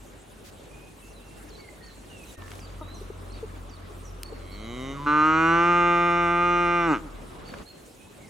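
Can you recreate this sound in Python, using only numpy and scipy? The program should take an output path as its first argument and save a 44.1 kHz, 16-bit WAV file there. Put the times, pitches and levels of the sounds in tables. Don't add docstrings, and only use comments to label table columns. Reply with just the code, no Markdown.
import sys
import numpy as np
from scipy import signal
from scipy.io import wavfile
from scipy.ndimage import uniform_filter1d

SR = 44100
rng = np.random.default_rng(int(sys.argv[2]) if len(sys.argv) > 2 else 0)


def dump(signal):
    limited = np.clip(np.atleast_2d(signal).T, -1, 1)
    pcm = np.round(limited * 32767).astype(np.int16)
    wavfile.write(sys.argv[1], SR, pcm)


def voltage_ratio(level):
    return 10 ** (np.asarray(level, float) / 20)


N = 365588


def rms_one(x):
    return x / np.sqrt(np.mean(x ** 2) + 1e-20)


def span(rows):
    s, *columns = np.transpose(rows)
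    n = np.arange(max(int(s[0] * SR), 0), min(int(s[-1] * SR), N))
    return n, [np.interp(n / SR, s, c) for c in columns]


def at_hz(points, hz):
    return np.interp(np.log(hz), np.log(np.array(points)[:, 0]), np.array(points)[:, 1])


def sides(lr_db):
    return voltage_ratio(np.array([[.5], [-.5]]) * lr_db)


def drift(rate_hz, size=N):
    pole = np.exp(-80 * np.pi * rate_hz / SR)
    noise = rng.standard_normal(size // 40 + 4002)
    slow = signal.lfilter([1], [1, -2 * pole, pole * pole], noise)[4000:]
    return np.interp(np.arange(size) / 40, np.arange(len(slow)), rms_one(slow - slow.mean()))


def resonance(hz, centre_hz, width_hz):
    return 1j * width_hz * hz / (centre_hz ** 2 - hz ** 2 + 1j * width_hz * hz)


# [from t/s, rumble level/dB, hiss level/dB]
AIR_STEPS = [(0, -49.5, -63), (2.367, -47.5, -64), (7.63, -51, -62.5)]
# [start t/s, end t/s, rumble gain/dB, hiss gain/dB]
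SWELLS = [(2.038, 2.345, 2.5, 6.5), (7.098, 7.636, 6, 1.5)]


def background(column):
    t = np.arange(N) / SR
    db = np.array(AIR_STEPS)[np.searchsorted(np.array(AIR_STEPS)[1:, 0], t), 1 + column]
    for s, end, *gains_db in SWELLS:
        db = db + gains_db[column] * ((t > s) & (t < end)) * (t - s) / (end - s)
    return uniform_filter1d(db, size=1300)


# [f/Hz, likeness 0-1]
LIKENESS = [(60, 1), (950, 0.021), (15000, 1)]


def banded_noise(spectrum, lo_hz, hi_hz, patchy_db):
    out, together, power = 0, drift(5.0), 0
    edges = np.geomspace(spectrum[0][0], spectrum[-1][0], 19)
    white = rng.standard_normal((2, 2, N))
    for k, (low, high) in enumerate(zip(edges, edges[1:])):
        band = signal.butter(2, [low, high], "band", fs=SR, output="sos")
        mid, side = signal.sosfilt(band, white[k % 2])
        hz = np.sqrt(low * high)
        alike = np.clip(at_hz(LIKENESS, hz), 0, 1)
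        level_db = at_hz(spectrum, hz)
        gain = voltage_ratio(level_db + patchy_db * (0.43 * together + drift(19.5)))
        out = out + gain * (np.sqrt(1 + alike) * mid + np.sqrt(1 - alike) * side * [[1], [-1]])
        power += (lo_hz < hz < hi_hz) * 2 * (high - low) / SR * 2 * voltage_ratio(2 * level_db)
    return out / np.sqrt(power)


# [f/Hz, level/dB per Hz]
RUMBLE_COLOUR = [(20, -50.5), (40, -7.5), (400, -9), (750, -16), (3600, -29.5), (5500, -41)]
HISS_COLOUR = [(1470, -30.5), (2500, -4), (5030, -10.5), (7130, -5), (10100, -7.5), (15900, -21)]


def open_air():
    rumble = voltage_ratio(background(column=0)) * banded_noise(RUMBLE_COLOUR, 110, 1500, patchy_db=2.0)
    hiss = voltage_ratio(background(column=1)) * banded_noise(HISS_COLOUR, 7500, 15000, patchy_db=2.5)
    return rumble + hiss * sides(-1.7)


# [t/s, firing f/Hz, order 1 level/dB, order 2
# level/dB]
ENGINE_RUNS = [
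    [(0, 46.23, -54.5, -63.5), (2.35, 48.2, -53, -64)],
    [(2.38, 46.43, -48, -46), (3.4, 44.87, -44, -47), (6.6, 41.64, -47, -51.5), (7.1, 39.2, -43, -54),
     (7.62, 37.3, -54, -77)],
]


def engine():
    left_lead_rad = 0.29
    out = np.zeros((2, N))
    for rows in ENGINE_RUNS:
        n, (hz, *orders_db) = span(rows)
        turns = np.cumsum(hz * (1 + 0.0098 * drift(3.6, size=len(n)))) / SR
        for order, db in enumerate(orders_db, 1):
            level = np.sqrt(2) * voltage_ratio(db + 2.3 * drift(5, size=len(n)))
            out[:, n] += level * np.sin(2 * np.pi * order * turns + np.array([[0], [-left_lead_rad]]))
    return out


# [start t/s, end t/s, rms level/dB before the fades, centre f/Hz]
RUSTLES = [(0.439, 0.508, -50, 2490), (2.401, 2.636, -54.5, 2500), (7.451, 7.629, -55.5, 900)]


def rustle():
    grains_per_s = 600
    out = np.zeros((2, N))
    for s, end, db, hz in RUSTLES:
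        n = np.arange(int(s * SR), int(end * SR))
        size = voltage_ratio(5.6 * np.minimum(rng.exponential(1, len(n)), 4))
        grains = (rng.random(len(n)) < grains_per_s / SR) * size * rng.choice([-1, 1], len(n))
        noise = grains + 0.68 * rng.standard_normal((2, len(n)))
        band = signal.butter(1, [hz / 3, hz * 3], "band", fs=SR, output="sos")
        fades = np.sin(np.linspace(0, np.pi, len(n))) ** .5
        out[:, n] += voltage_ratio(db) * rms_one(signal.sosfilt(band, noise)) * fades
    return out


# [start t/s, length t/s, start f/Hz, end f/Hz, level/dB]
WHISTLES = [(.71, 0.18, 2450, 2510, -61.5), (1.015, 0.11, 2630, 2740, -61.5), (1.202, 0.2, 2700, 2730, -65),
            (1.585, 0.13, 2270, 2020, -58.5), (1.799, 0.11, 1900, 1804, -61),
            (2.099, 0.15, 2910, 2484, -56.5), (2.354, 0.12, 1864, 1730, -58),
            (2.822, 0.15, 3740, 4170, -58), (3.294, 0.064, 4030, 4640, -60.5),
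            (3.352, 0.036, 4640, 4100, -61), (7.985, 0.087, 2490, 2580, -63), (8.2, 0.1, 2255, 1990, -62)]
# [t/s, f/Hz where the fall levels out, level/dB before the shape]
CHIRPS = [(1.121, 3900, -67.5), (1.488, 4040, -62.5), (1.86, 4000, -66.5), (2.237, 3800, -65),
          (2.598, 4600, -61), (2.943, 5730, -62.5), (3.318, 3650, -66), (3.692, 4470, -62.5),
          (4.043, 5680, -63)]
# [t/s, share of the fall still ahead, level change/dB]
CHIRP_SHAPE = [(0, 1, 5), (.013, 0.182, 2.5), (0.028, .06, 3)]
# [t/s, f/Hz, level/dB before the shape]
PIPS = [(1.56, 4500, -60), (1.83, 4410, -58), (4.246, 4420, -55.5), (4.51, 4350, -54), (7.455, 4500, -56),
        (7.664, 4250, -56.5)]
# [t/s, share of pitch, level change/dB]
PIP_SHAPE = [(-.008, .93, -6), (.006, 1.01, 1), (.048, 1.0, 0.5), (.06, .99, -11), (.15, .98, -14)]


def birds():
    top_hz, end_hz = 6800, 3400
    hold_cycles, drop_s = 285, .022
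    hold_db, end_db = 3.5, -4.5
    chirps = []
    for s, hz, db in CHIRPS:
        note = [(s + dt, hz + (top_hz - hz) * ahead, db + d) for dt, ahead, d in CHIRP_SHAPE]
        drop = s + hold_cycles / hz
        chirps.append(note + [(drop, hz, db + hold_db), (drop + drop_s, end_hz, db + end_db)])
    pips = [[(s + dt, hz * share, db + d) for dt, share, d in PIP_SHAPE] for s, hz, db in PIPS]
    whistles = [[(s, a, db), (s + length, b, db)] for s, length, a, b, db in WHISTLES]
    out = np.zeros(N)
    for note in chirps + whistles + pips:
        n, (hz, db) = span(note)
        ends = np.minimum(1, np.minimum(n - n[0], n[-1] - n) / (0.0024 * SR))
        turns = np.cumsum(hz * (1 + 0.0038 * drift(60, size=len(n)))) / SR
        level = np.sqrt(2) * voltage_ratio(db + 3.9 * drift(90, size=len(n)))
        out[n] += level * ends * np.sin(2 * np.pi * turns)
    return out


def hillside(voice, song):
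    near_lag_s, near_db, ridge_lag_s, ridge_db, dull_hz = .055, -21, .14, -18, 650
    valley_db, valley_t60_s = -24, .9
    u = np.arange(int(valley_t60_s * SR)) / SR
    sparse = rng.standard_normal((2, len(u))) * (rng.random((2, len(u))) < .03)
    scatter = sparse * (u > .02) * voltage_ratio(-60 * u / valley_t60_s)
    scatter = voltage_ratio(valley_db) * scatter / np.sqrt((scatter ** 2).sum(axis=1, keepdims=True))
    far = signal.fftconvolve((voice + song)[None], scatter, axes=1)[:, :N]
    dull = signal.sosfilt(signal.butter(2, dull_hz, fs=SR, output="sos"), voice)
    near = voltage_ratio(near_db) * sides(4.8) * np.roll(dull, int(near_lag_s * SR))
    ridge = voltage_ratio(ridge_db) * np.roll(dull, int(ridge_lag_s * SR))
    return far + near + ridge


# [centre f/Hz, width f/Hz, rms level/dB]
WASH = (1162, 350, -56)


def wash():
    hz, width_hz, db = WASH
    band = signal.butter(2, [hz - width_hz / 2, hz + width_hz / 2], "band", fs=SR, output="sos")
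    noise = rms_one(signal.sosfilt(band, rng.standard_normal((2, N))))
    middle_stretch = np.searchsorted(np.array(AIR_STEPS)[:, 0], np.arange(N) / SR) == 2
    return voltage_ratio(db) * noise * middle_stretch


# [t/s, peak level/dB, f/Hz that sets band and decay]
SNAPS = [(2.42, -34, 1300), (2.48, -36, 1300), (2.517, -30, 2400), (2.535, -38, 1900), (2.592, -38, 2002),
         (4.233, -20, 7000), (7.492, -34, 1500), (7.539, -26.5, 1100), (7.585, -38, 2000),
         (7.905, -41, 400)]


def grass_snaps():
    cycles = 7.0
    out = np.zeros((2, N))
    for s, db, hz in SNAPS:
        u = np.arange(int(3 * cycles / hz * SR)) / SR * hz / cycles
        noise = rng.standard_normal(len(u)) + 0.3 * rng.standard_normal((2, len(u)))
        band = signal.butter(2, [hz / 3, min(hz * 1.7, 18000)], "band", fs=SR, output="sos")
        puff = signal.sosfilt(band, noise * np.exp(-2 * u) * np.minimum(1, 12 * u))
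        out[:, int(s * SR):int(s * SR) + len(u)] += voltage_ratio(db) * puff / np.abs(puff).max()
    return out


# [t/s, fundamental's peak level/dB, f/Hz about midway, length t/s, level step per overtone/dB]
CLUCKS = [(2.81, -39, 309, 0.03, -0.5), (3.013, -32.5, 400, 0.016, -21), (3.101, -30, 407, 0.011, -22),
          (3.428, -28.5, 440, 0.027, -27), (4.322, -33.5, 453, 0.017, -25.5)]


def hen():
    out = np.zeros(N)
    for s, db, hz, length, step_db in CLUCKS:
        u = np.linspace(0, 1, int(length * SR))
        turns = hz * length * (1.041 * u - 0.049 * u ** 2)
        tone = sum(voltage_ratio(step_db * k) * np.sin(2 * np.pi * (k + 1) * turns) for k in range(4))
        out[int(s * SR):int(s * SR) + len(u)] += voltage_ratio(db) * np.sin(np.pi * u ** 0.49) * tone
    return out


def effort(t):
    swell_s, swell_db = 0.5, 28.5
    peak_s, peak_db, sag_db_per_s, lowest_db = 5.54, 2, 4, -1.5
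    release_db = 36
    first, last = PITCH[0][0], PITCH[-1][0]
    rise = -swell_db * np.clip(1 - (t - first) / swell_s, 0, 1) ** 2
    grow = np.interp(t, [MOUTH[0][0], MOUTH[1][0], peak_s], [0, -peak_db, peak_db])
    sag = np.minimum(sag_db_per_s * np.maximum(t - peak_s, 0), peak_db - lowest_db)
    release = release_db * np.clip((t - RELEASE_S) / (last - RELEASE_S), 0, 1) ** 1.46
    return rise + grow - sag - release


# [f/Hz at first, f/Hz as the mouth opens, width f/Hz before squaring, level/dB per harmonic]
NASAL = [(200, 270, 280, -35), (1190, 1065, 245, -45), (2200, 2000, 310, -47), (3220, 2890, 300, -49.5),
         (4060, 3600, 140, -47.5), (6300, 6100, 1800, -64)]


def nasal_tract(hz, along, nose, effort_db):
    early_share = 0.38
    tract = 0
    for first_hz, last_hz, width_hz, db in NASAL:
        sink = np.maximum(nose, .5) if first_hz < 1000 else 1
        peak = resonance(hz / sink, first_hz + (last_hz - first_hz) * along, width_hz)
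        skipped_db = (1500 < first_hz < 5000) * early_share * np.minimum(effort_db, 0)
        opening = nose ** (3.5 if first_hz > 1000 else .5)
        tract = tract + voltage_ratio(db - skipped_db) * opening * peak * np.abs(peak)
    return tract


# [t/s, resonance falls from f/Hz, to f/Hz, width f/Hz, level/dB]
PARTING = (4.93, 1400, 1000, 70, -37)


def parting_lips(hz, t, mouth):
    s, from_hz, to_hz, width_hz, db = PARTING
    loose = np.clip((t - s) / .07, 0, 1)
    peak = resonance(hz, from_hz + (to_hz - from_hz) * loose, width_hz)
    return np.sqrt(loose) * (1 - mouth) * voltage_ratio(db) * peak


# [f/Hz with the jaw down, width f/Hz before release, level/dB per harmonic jaw up, level/dB per harmonic jaw down]
THROAT = [(153, 89, -36.5, -31.5), (300.6, 59, -21.5, -17.5), (741, 206, -39, -28),
          (876, 154, -28.5, -24.5), (1232.4, 65.6, -12.5, -16.5), (1500, 91.6, -20.5, -23),
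          (2090, 193, -38.5, -31.5), (2430, 69, -35, -31.5), (2797, 117, -38, -36), (3588, 140, -56.5, -45),
          (4000, 53, -45.5, -52.5), (4500, 170, -52, -60.5), (5430, 200, -62, -54), (5950, 200, -54, -54),
          (6570, 200, -58, -61), (7350, 66, -82, -60)]
# [f/Hz, width f/Hz]
SIDE_BRANCHES = [(1045, 65), (1735, 170), (3290, 190), (4980, 560)]
# [t/s, level gained by the low resonances and lost by the high ones/dB]
CLOSING = [(6.85, 0.3), (6.92, 4), (6.95, 0.5)]


def throat_tract(hz, t, jaw, mouth, spent):
    alternate = 9
    widen = 1.1
    longer = 0.062 * (1 - jaw)
    closing_db = np.interp(t, *np.transpose(CLOSING))
    tract = 0
    for i, (f, width_hz, up_db, down_db) in enumerate(THROAT):
        level = voltage_ratio(up_db + (down_db - up_db) * jaw + np.sign(1000 - f) * closing_db)
        peak = resonance(hz, f * (1 - (f > 4300) * longer), width_hz * (1 + (f > 2000) * widen * spent))
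        tract = tract + (-1) ** min(i, alternate) * level * peak
    tract = tract * -mouth
    for f, width_hz in SIDE_BRANCHES:
        tract = tract * (1 - 0.71 * jaw * resonance(hz, f, width_hz))
    return tract


RELEASE_S = 6.93
# [t/s, f/Hz]
PITCH = [(4.4, 90), (4.52, 95.5), (4.75, 123.5), (4.88, 136), (5.06, 146.5), (5.6, 170.6), (5.7, 173.6),
         (6.3, 172.3), (6.5, 174.6), (6.8, 172.6), (6.87, 167), (6.91, 152), (6.94, 134), (6.96, 108),
         (7.01, 85)]
# [t/s, opening 0-1]
MOUTH = [(5.058, 0), (5.072, 0.8)]
# [t/s, openness 0-1]
NOSE = [(4.92, 0.99), (4.97, 0.69), (5.058, 0.7), (5.1, 0)]
# [f/Hz, left lead/rad]
COW_LEAD = [(173, 0.026), (340, -0.67), (3200, -0.37)]
# [f/Hz, left minus right level/dB]
COW_LEAN = [(1200, 0), (1900, -5.5), (3600, -2)]


def cow():
    breath, rasp = 0.012, .05
    rough_hz = 2500
    jaw_drops_s, jaw_down_s, jaw_lifts_s, jaw_lift = 4.97, 5.9, 6.8, 0.29
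    n, (glide,) = span(PITCH)
    t, step = n / SR, slice(None, None, 64)
    turns = np.cumsum(glide * (1 + 0.0025 * drift(38, size=len(n)))) / SR
    slow_t, pitch = t[step], glide[step]
    effort_db = effort(slow_t)
    jaw_times = [jaw_drops_s, jaw_down_s, jaw_lifts_s, jaw_lifts_s + 0.12]
    jaw = np.interp(slow_t, jaw_times, [0, 1, 1, 1 - jaw_lift])
    mouth, nose = (np.interp(slow_t, *np.transpose(c)) for c in (MOUTH, NOSE))
    along = np.clip((slow_t - PITCH[0][0]) / (MOUTH[0][0] - PITCH[0][0]), 0, 1)
    spent = np.clip((slow_t - RELEASE_S) / .03, 0, 1)
    out = np.zeros((2, N))
    for k in range(1, 64):
        hz = k * pitch
        tract = throat_tract(hz, slow_t, jaw, mouth, spent)
        tract = tract + nasal_tract(hz, along, nose, effort_db) + parting_lips(hz, slow_t, mouth)
        chance = rng.standard_normal(len(hz)) + 1j * rng.standard_normal(len(hz))
        share = breath * (1 + 2 * mouth * (1 - jaw)) + rasp * spent
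        uneven = 1 + share * (1 + (hz / rough_hz) ** 2) * chance
        level = voltage_ratio(effort_db + hz / rough_hz * drift(2, size=len(n))[step])
        tract = tract * (hz < 8000) * level * uneven * sides(at_hz(COW_LEAN, hz))
        tract = tract * np.exp(np.array([[.5j], [-.5j]]) * at_hz(COW_LEAD, hz))
        wave = np.exp(2j * np.pi * k * turns)
        for ear in range(2):
            out[ear, n] += (np.interp(t, slow_t, tract[ear]) * wave).real
    return out


def scene():
    gap_s, gap_half_s = 2.367, .014
    t = np.arange(N) / SR
    voice, song = cow(), birds()
    place = open_air() + engine() * sides(.8) + rustle() + wash() + grass_snaps() + hen() * sides(1.7)
    place *= np.clip(np.abs(t - gap_s) / gap_half_s, .2, 1)
    echoes = hillside(voice.mean(axis=0), 8.4 * song)
    return place + song * sides(-5.0) + voice + echoes


def band_limit(x):
    return signal.sosfilt(signal.butter(12, 16500, fs=SR, output="sos"), x)


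def record(dry):
    return band_limit(dry)


dry = scene()
out = record(dry)
dump(out)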